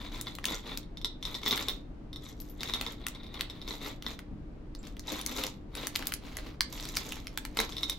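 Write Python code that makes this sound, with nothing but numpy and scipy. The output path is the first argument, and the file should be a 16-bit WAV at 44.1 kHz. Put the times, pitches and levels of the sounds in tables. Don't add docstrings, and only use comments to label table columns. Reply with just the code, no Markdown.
import sys
import numpy as np
from scipy import signal
from scipy.fft import rfft, irfft, next_fast_len
from scipy.io import wavfile
from scipy.ndimage import uniform_filter1d

SR = 44100
rng = np.random.default_rng(int(sys.argv[2]) if len(sys.argv) > 2 else 0)


def digitize_waveform(pressure):
    field = np.atleast_2d(pressure).T
    bounded = np.clip(field, -1, 1)
    quanta = np.round(bounded * 32767).astype(np.int16)
    wavfile.write(sys.argv[1], SR, quanta)


N = 351918
TIME = np.arange(N) / SR

# (frequency [Hz], relative level [dB])
RUMBLE_SPECTRUM = [(16, -10), (30, 1.5), (100, -13), (290, -12.5), (370, -19), (1000, -32.5), (4500, -50.5),
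                   (16000, -74)]
# (frequency [Hz], rms level [dB])
HUM_PARTIALS = [(120, -61.5), (299.5, -58.5)]
# (time [s], duration [s], level [dB], loose bricks re level [dB], taut film re level [dB])
HAND_SHAKES = [(0.01, 0.059, -42, -2.5, -19), (0.141, 0.043, -37.5, -6, -20),
               (0.278, 0.0098, -40.5, -0.5, -17), (0.47, 0.078, -36.5, 0.5, -11),
               (0.665, 0.074, -38, -4, -24.5), (1.258, 0.12, -43, -0.5, -14),
               (1.462, 0.14, -32.5, -1.5, -13), (1.685, 0.013, -35.5, -6, -16),
               (2.244, 0.046, -53, 5, -3.5), (2.402, 0.12, -60, -7, -4.5), (2.619, 0.29, -39.5, -3, -14.5),
               (3.013, 0.28, -51.5, 2, -42), (3.347, 0.078, -40.5, -5, -30.5), (3.5, 0.17, -50, -5, -34),
               (3.685, 0.056, -40.5, -3.5, -12.5), (3.826, 0.056, -35.5, -6.5, -17.5),
               (4.069, 0.04, -39.5, -7, -16), (4.854, 0.0093, -43, -11, -14), (5.083, 0.12, -36, -4, -12.5),
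               (5.288, 0.03, -36, -5.5, -11.5), (5.366, 0.08, -31.5, -8, -14),
               (5.77, 0.086, -35.5, -8.5, -20), (5.954, 0.14, -38.5, -29, -18),
               (6.24, 0.26, -41.5, -29, -25.5), (6.731, 0.3, -41.5, -5.5, -9),
               (6.973, 0.2, -41, -10.5, -12), (7.194, 0.44, -52.5, -30, -19), (7.594, 0.028, -29, -18, -16),
               (7.71, 0.22, -44.5, -10, -11.5)]
# (frequency [Hz], gain [dB])
SLIDE_SPECTRUM = [(130, -26), (240, 11.5), (640, 2.5), (1150, 3), (1650, -4), (2150, 1), (2600, -0.5),
                  (4300, -2), (7500, -20)]
CRINKLE_SPECTRUM = [(2000, -2), (5200, 6), (7300, 5), (9600, -10.5), (12000, 5), (16000, -10)]
# (frequency [Hz], level [dB], t60 [s])
CONTACT_TONES = [(3647, 3.5, 0.013), (4140, -6.5, 0.011), (5290, -0.5, 0.0044), (11500, -21.5, 0.024),
                 (15400, -28, .008)]
# (frequency [Hz], level [dB], t60 [s])
BODY_MODES = [(232, -6, 0.1), (439, -8, 0.079), (1030, 4.5, 0.015), (1331, -11, 0.086), (2066, 3.5, 0.021)]
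# (time [s], level [dB], ring frequency [Hz], body trim [dB], crack trim [dB])
SNAPS_AND_SPARKLES = [(0.2121, -36, 4940, -28, 3), (0.352, -30, 3620, -29, -12),
                      (0.386, -38.5, 2290, -0.5, -13), (0.442, -25.5, 3800, -9, -14),
                      (0.4545, -14.5, 3250, -39, -13.5), (0.7741, -23.5, 3960, -21.5, -11),
                      (1.5765, -21, 3660, -15, -14.5), (1.6843, -29.5, 14100, -22, -9),
                      (2.4017, -38.5, 4850, -37, -9.5), (2.6324, -22.5, 4470, -13.5, -16.5),
                      (2.812, -22, 3730, -10.5, -15), (3.0665, -20.5, 3170, -15.5, -11.5),
                      (3.084, -34.5, 3530, -11, -2), (3.4094, -14.5, 3380, -21, -19),
                      (4.024, -30, 3640, -20.5, -17), (4.191, -31.5, 3860, -13, -17.5),
                      (4.75, -33.5, 4640, -21.5, -19), (4.968, -38, 3300, -17, -20),
                      (4.995, -28, 5300, -26, -18), (5.213, -26, 3400, -38, -11),
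                      (5.2629, -22.5, 5750, -19, -6.5), (5.374, -30, 5000, -27, -11),
                      (5.4374, -15.5, 3380, -21, -17), (5.467, -26.5, 5000, -20, -12.5),
                      (5.752, -28, 3930, -16.5, -11), (5.87, -27, 5400, -10.5, -3),
                      (5.9545, -19.5, 4500, -18.5, -26), (5.9592, -16.5, 3620, -16.5, -13),
                      (6.0249, -28.5, 3600, -9.5, -22), (6.07, -23, 4200, -30, -3.5),
                      (6.1213, -29, 2750, -4.5, -9), (6.138, -20.5, 3840, -24, -9),
                      (6.369, -28.5, 6400, -11, -7), (6.6076, -8, 4420, -19.5, -20.5),
                      (6.799, -25.5, 3830, -25, -26), (6.8533, -30.5, 4200, -17, -11.5),
                      (6.966, -26.5, 4970, -16, -11), (6.9696, -11.5, 4600, -19.5, -18),
                      (7.0911, -30, 6800, -21, -17), (7.1217, -24.5, 2900, -15.5, -15),
                      (7.2699, -27, 4680, -14, -17), (7.375, -22, 3700, -12, -10.5),
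                      (7.451, -29.5, 4430, -8.5, -9.5), (7.5715, -27, 3580, -4.5, -6.5),
                      (7.602, -29.5, 5270, 0, 1.5), (7.8979, -24, 12000, -22, -6.5)]
# (time [s], level [dB])
BRICK_LANDINGS = [(0.2698, -34), (0.484, -33), (1.433, -33), (1.462, -25.5), (1.5269, -24), (2.697, -33),
                  (2.8648, -30.5), (3.678, -36.5), (3.708, -32.5), (4.0648, -29), (7.5894, -20)]
# (time [s], level [dB], centre frequency [Hz])
LOAD_BUMPS = [(0.475, -11.5, 282), (1.503, -16, 240), (4.305, -10.5, 100), (4.391, -17.5, 64.5),
              (5.112, -9.5, 264), (7.589, -19, 295)]
# (time [s], level [dB])
BRICK_CLACKS = [(0.831, -48), (0.9719, -36.5), (1.0146, -39.5), (1.046, -21.5), (1.0564, -32),
                (1.227, -30.5), (1.2525, -25.5), (1.3438, -30.5), (1.3508, -28.5), (1.4785, -21),
                (1.5097, -19.5), (1.569, -32.5), (1.6843, -22.5), (1.7007, -31.5), (2.13, -38),
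                (2.16, -35.5), (2.607, -31.5), (2.6751, -33.5), (2.737, -20), (3.1497, -40.5),
                (3.2331, -44), (3.2665, -46), (3.3432, -39), (3.4993, -33.5), (3.616, -38), (7.723, -34.5),
                (7.7674, -30), (7.782, -29.5), (7.832, -21.5), (7.8964, -24.5), (7.919, -35)]
# (time [s], level [dB], centre frequency [Hz])
HIGH_WHISTLES = [(1.477, -7, 15400), (1.686, -19, 15400), (2.401, -18, 11800), (2.494, -24, 12200),
                 (3.86, -22, 12000), (4.785, -29.5, 7360)]
# (frequency [Hz], coherence [0-1])
BAG_COHERENCE = [(3500, 0.77), (6000, 0.75), (9000, 0.024)]
ROOM_COHERENCE = [(200, 0.95), (850, 0.12), (3000, 0)]
# (frequency [Hz], left minus right [dB])
BAG_BALANCE = [(1000, -3), (5000, -3.5), (9000, -4), (13000, -1.5)]
# (time [s], added left minus right [dB])
BAG_PATH = [(6.2, 6), (6.6, 2.5), (7.6, 5.2)]
# (delay [s], level [dB])
EARLY_ECHOES = [(0.0098, -11)]
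# (frequency [Hz], t60 [s])
TAIL_DECAY = [(3700, 0.26), (12000, 0.09)]
# (frequency [Hz], gain [dB])
TAIL_GAIN = [(3700, 2.23), (12000, 2.8)]


def from_db(db):
    return 10 ** (np.asarray(db) / 20)


def decay(t, t60):
    return from_db(-60 * t / t60)


def rms_one(x):
    return x / np.sqrt(np.mean(x ** 2) + 1e-20)


def unit_energy(x):
    return x / np.sqrt(np.sum(x ** 2) + 1e-20)


def at_hz(points, hz):
    freqs, values = np.transpose(points)
    return np.interp(np.log(hz + 1e-9), np.log(freqs), values)


def colour(x, spectrum):
    size = next_fast_len(N + SR // 4)
    gain = from_db(at_hz(spectrum, np.fft.rfftfreq(size, 1 / SR)))
    cepstrum = irfft(np.log(gain), size)
    cepstrum[1:size // 2] *= 2
    cepstrum[size // 2 + 1:] = 0
    return irfft(rfft(x, size) * np.exp(rfft(cepstrum)), size)[..., :N]


def spread(pair, coherence, balance=((1000, 0),)):
    size = next_fast_len(N)
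    hz = np.fft.rfftfreq(size, 1 / SR)
    alike = np.clip(at_hz(coherence, hz), -1, 1)
    sides = np.array([[1], [-1]])
    mid, side = rfft(pair, size)
    stereo = np.sqrt((1 + alike) / 2) * mid + sides * np.sqrt((1 - alike) / 2) * side
    return irfft(stereo * from_db(sides * at_hz(balance, hz) / 2), size)[:, :N]


def band(x, low_hz, high_hz):
    edges = np.clip([low_hz, max(high_hz, low_hz + 100)], [10, 20], [.44 * SR, .45 * SR])
    return signal.sosfilt(signal.butter(2, edges, "band", fs=SR, output="sos"), x)


def add(track, s, sound):
    start = max(round(s * SR), 0)
    track[..., start:start + sound.shape[-1]] += sound[..., :N - start]


def struck(tones, detune):
    hz, db, t60 = np.transpose(tones)[:, :, None]
    t = TIME[:SR // 5]
    hz = hz * (1 + detune * rng.standard_normal(hz.shape))
    strength = from_db(db) * rng.choice([-1, 1], hz.shape)
    rings = np.sum(strength * decay(t, t60) * np.exp(2j * np.pi * hz * t), axis=0)
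    return np.array([unit_energy(rings.imag), unit_energy(rings.real)])


def pressed(sound, press_s):
    return sound * (1 - np.exp(-TIME[:sound.shape[-1]] / press_s))


def burst(low_hz, high_hz, t60, rise_s=0.000093):
    t = TIME[:SR // 5]
    rise = 1 - np.exp(-t / rise_s)
    noise = rng.choice([-1, 1], (2, len(t))) * rise * decay(t, t60) + 1e-18
    return np.array([unit_energy(row) for row in band(noise, low_hz, high_hz)])


def grains(stock, per_s, scatter_db):
    onsets = rng.random(N) < per_s / SR
    sizes = onsets * from_db(scatter_db * np.minimum(rng.exponential(1, N), 3))
    sizes /= np.sqrt(np.abs(uniform_filter1d(sizes ** 2, size=SR // 14)) + per_s / SR)
    picks = rng.integers(0, len(stock), N)
    out = np.zeros((2, N))
    for at in np.flatnonzero(onsets):
        add(out, at / SR, sizes[at] * stock[picks[at]])
    return rms_one(out)


def rumble_and_hum(rumble_db=-44.5):
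    noise = rms_one(colour(rng.standard_normal((2, N)), RUMBLE_SPECTRUM))
    rumble = from_db(rumble_db) * spread(noise, ROOM_COHERENCE)
    hum = sum(from_db(db) * np.sqrt(2) * np.sin(2 * np.pi * (hz * TIME + rng.random()))
              for hz, db in HUM_PARTIALS)
    return rumble * from_db([[.6], [-.6]]) + hum


def shake(start, length, attack_s=0.018, sag_db_per_s=6, settle_db_per_s=256):
    t = TIME - start
    swell = np.exp(np.minimum(t, 0) / attack_s)
    sag_db = sag_db_per_s * np.clip(t, 0, length)
    settle_db = settle_db_per_s * np.maximum(t - length, 0)
    return swell * from_db(-sag_db - settle_db)


def vigour():
    power = np.zeros((3, N))
    for start, length, db, loose_db, taut_db in HAND_SHAKES:
        gains = from_db(db + np.array([[0], [loose_db], [taut_db]]))
        power += (gains * shake(start, length)) ** 2
    return np.sqrt(power)


def sliding(t60=0.007, count=256):
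    t = TIME[:SR // 60]
    ticks = rng.standard_normal((count, 2, len(t))) * decay(t, t60)
    return rms_one(colour(grains(ticks, per_s=1100, scatter_db=1.0), SLIDE_SPECTRUM))


def crinkles(width=1.63, count=128):
    centres_hz = np.linspace(1500, 15500, count)
    flicks = [burst(hz / width, hz * width, t60=0.0035)[:, :SR // 60] for hz in centres_hz]
    return rms_one(colour(grains(flicks, per_s=900, scatter_db=7.0), CRINKLE_SPECTRUM))


def catches(per_s=40, depth=1.9, t60=0.057):
    releases = (rng.random(N) < per_s / SR) * rng.exponential(1, N)
    energy = np.minimum(releases, 2) ** 2 + 1e-18
    power = 1 + depth ** 2 * signal.lfilter([1], [1, -decay(1 / SR, t60) ** 2], energy)
    return np.sqrt(power / uniform_filter1d(power, size=SR // 10))


def nudges(body_db=-6.0, count=64):
    taps = []
    for _ in range(count):
        brick = struck(CONTACT_TONES[:2], detune=0.045)
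        heap = from_db(body_db) * struck(BODY_MODES[2:], detune=0.069)
        taps.append(pressed(brick + heap, press_s=0.0008))
    return grains(taps, per_s=220, scatter_db=3.5)


def rustling(slide_db=-8.0, jostle_db=-5.0, crinkle_db=1.5):
    motion, loose, taut = vigour()
    slide = from_db(slide_db) * motion * sliding()
    crinkle = from_db(crinkle_db) * taut * crinkles()
    return catches() * (slide + crinkle) + from_db(jostle_db) * loose * nudges()


def snaps_and_sparkles(pop_db=9.0, body_db=23.0, crack_db=22.5, width=1.21):
    out = np.zeros((2, N))
    for s, db, hz, body_trim, crack_trim in SNAPS_AND_SPARKLES:
        low, high = hz / width, hz * width
        pop = from_db(pop_db) * unit_energy(band(signal.unit_impulse(SR // 100), low, high))
        ring = burst(low, high, t60=0.02)
        midrange = burst(948, 2790, t60=0.012)
        load = .5 * struck(BODY_MODES[-1:], detune=0.037)
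        body = from_db(body_db + body_trim) * (midrange + load)
        crack = from_db(crack_db + crack_trim) * burst(3500, 14600, t60=0.01)
        add(out[0], s, from_db(db) * pop)
        add(out, s, from_db(db) * (ring + body + crack))
    return out


def landings(ring_db=21.0, knock_db=16.5):
    out = np.zeros((2, N))
    for s, db in BRICK_LANDINGS:
        ring = from_db(ring_db) * struck(CONTACT_TONES, detune=0.038)
        knock = from_db(knock_db) * struck(BODY_MODES, detune=0.025)
        add(out, s, from_db(db) * pressed(ring + knock, press_s=0.0001))
    return out


def bumps():
    out = np.zeros((2, N))
    for s, db, hz in LOAD_BUMPS:
        add(out, s, from_db(db) * burst(hz / np.sqrt(2), hz * np.sqrt(2), t60=0.11, rise_s=0.021))
    return out


def clacks(ring_db=19.0, heap_db=6.5, tick_db=2.0, press_s=0.00016, gap_s=0.004, loss_db=7.5):
    out = np.zeros((2, N))
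    for s, db in BRICK_CLACKS:
        heap = from_db(heap_db) * struck(BODY_MODES, detune=0.021)
        tick = from_db(tick_db) * burst(3000, 12000, t60=0.016)
        add(out, s, from_db(db) * pressed(heap + tick, press_s))
        for k in range(3):
            touch = pressed(struck(CONTACT_TONES, detune=0.015 * (1 + k)), press_s)
            delay = k * gap_s * (1 + rng.random() / 2)
            add(out, s + delay, from_db(db + ring_db - k * loss_db) * touch)
    return out


def whistles(width=1.025):
    out = np.zeros((2, N))
    for s, db, hz in HIGH_WHISTLES:
        add(out, s, from_db(db) * burst(hz / width, hz * width, t60=0.085, rise_s=0.0029))
    return out


def reflections(onset_s=0.0032):
    t = TIME[:SR // 3]
    edges_hz = np.geomspace(100, 18000, num=9)
    response = np.zeros((2, len(t)))
    for low, high in zip(edges_hz, edges_hz[1:]):
        hz = np.sqrt(low * high)
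        tail = band(rng.standard_normal(response.shape), low, high) * decay(t, at_hz(TAIL_DECAY, hz))
        tail *= np.minimum(t / onset_s, 1) ** 2
        response += unit_energy(tail) * np.sqrt((high - low) / SR) * from_db(at_hz(TAIL_GAIN, hz))
    for delay, db in EARLY_ECHOES:
        add(response, delay, from_db(db) * burst(370, 13000, t60=0.0027))
    return response


def room(x, stretches=16):
    out = np.zeros((2, N))
    for part in np.array_split(np.arange(N), stretches):
        add(out, part[0] / SR, signal.fftconvolve(x[:1, part], reflections(), axes=1))
    return spread(out, ROOM_COHERENCE, BAG_BALANCE)


def scene(bright_send_db=-4.5, rustle_send_db=-3.0):
    bright = snaps_and_sparkles() + whistles()
    bricks = clacks() + landings() + bumps()
    rustle = rustling()
    pan_db = np.interp(TIME, *np.transpose(BAG_PATH))
    pan = from_db(pan_db * np.array([[1], [-1]]) / 2)
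    direct = pan * spread(bright + bricks + rustle, BAG_COHERENCE, BAG_BALANCE)
    radiated = from_db(bright_send_db) * bright + bricks + from_db(rustle_send_db) * rustle
    return direct + room(radiated) + rumble_and_hum()


def record(dry, cutoff_hz=15850):
    return signal.sosfilt(signal.ellip(10, .2, 90, cutoff_hz, fs=SR, output="sos"), dry)


dry = scene()
out = record(dry)
digitize_waveform(out)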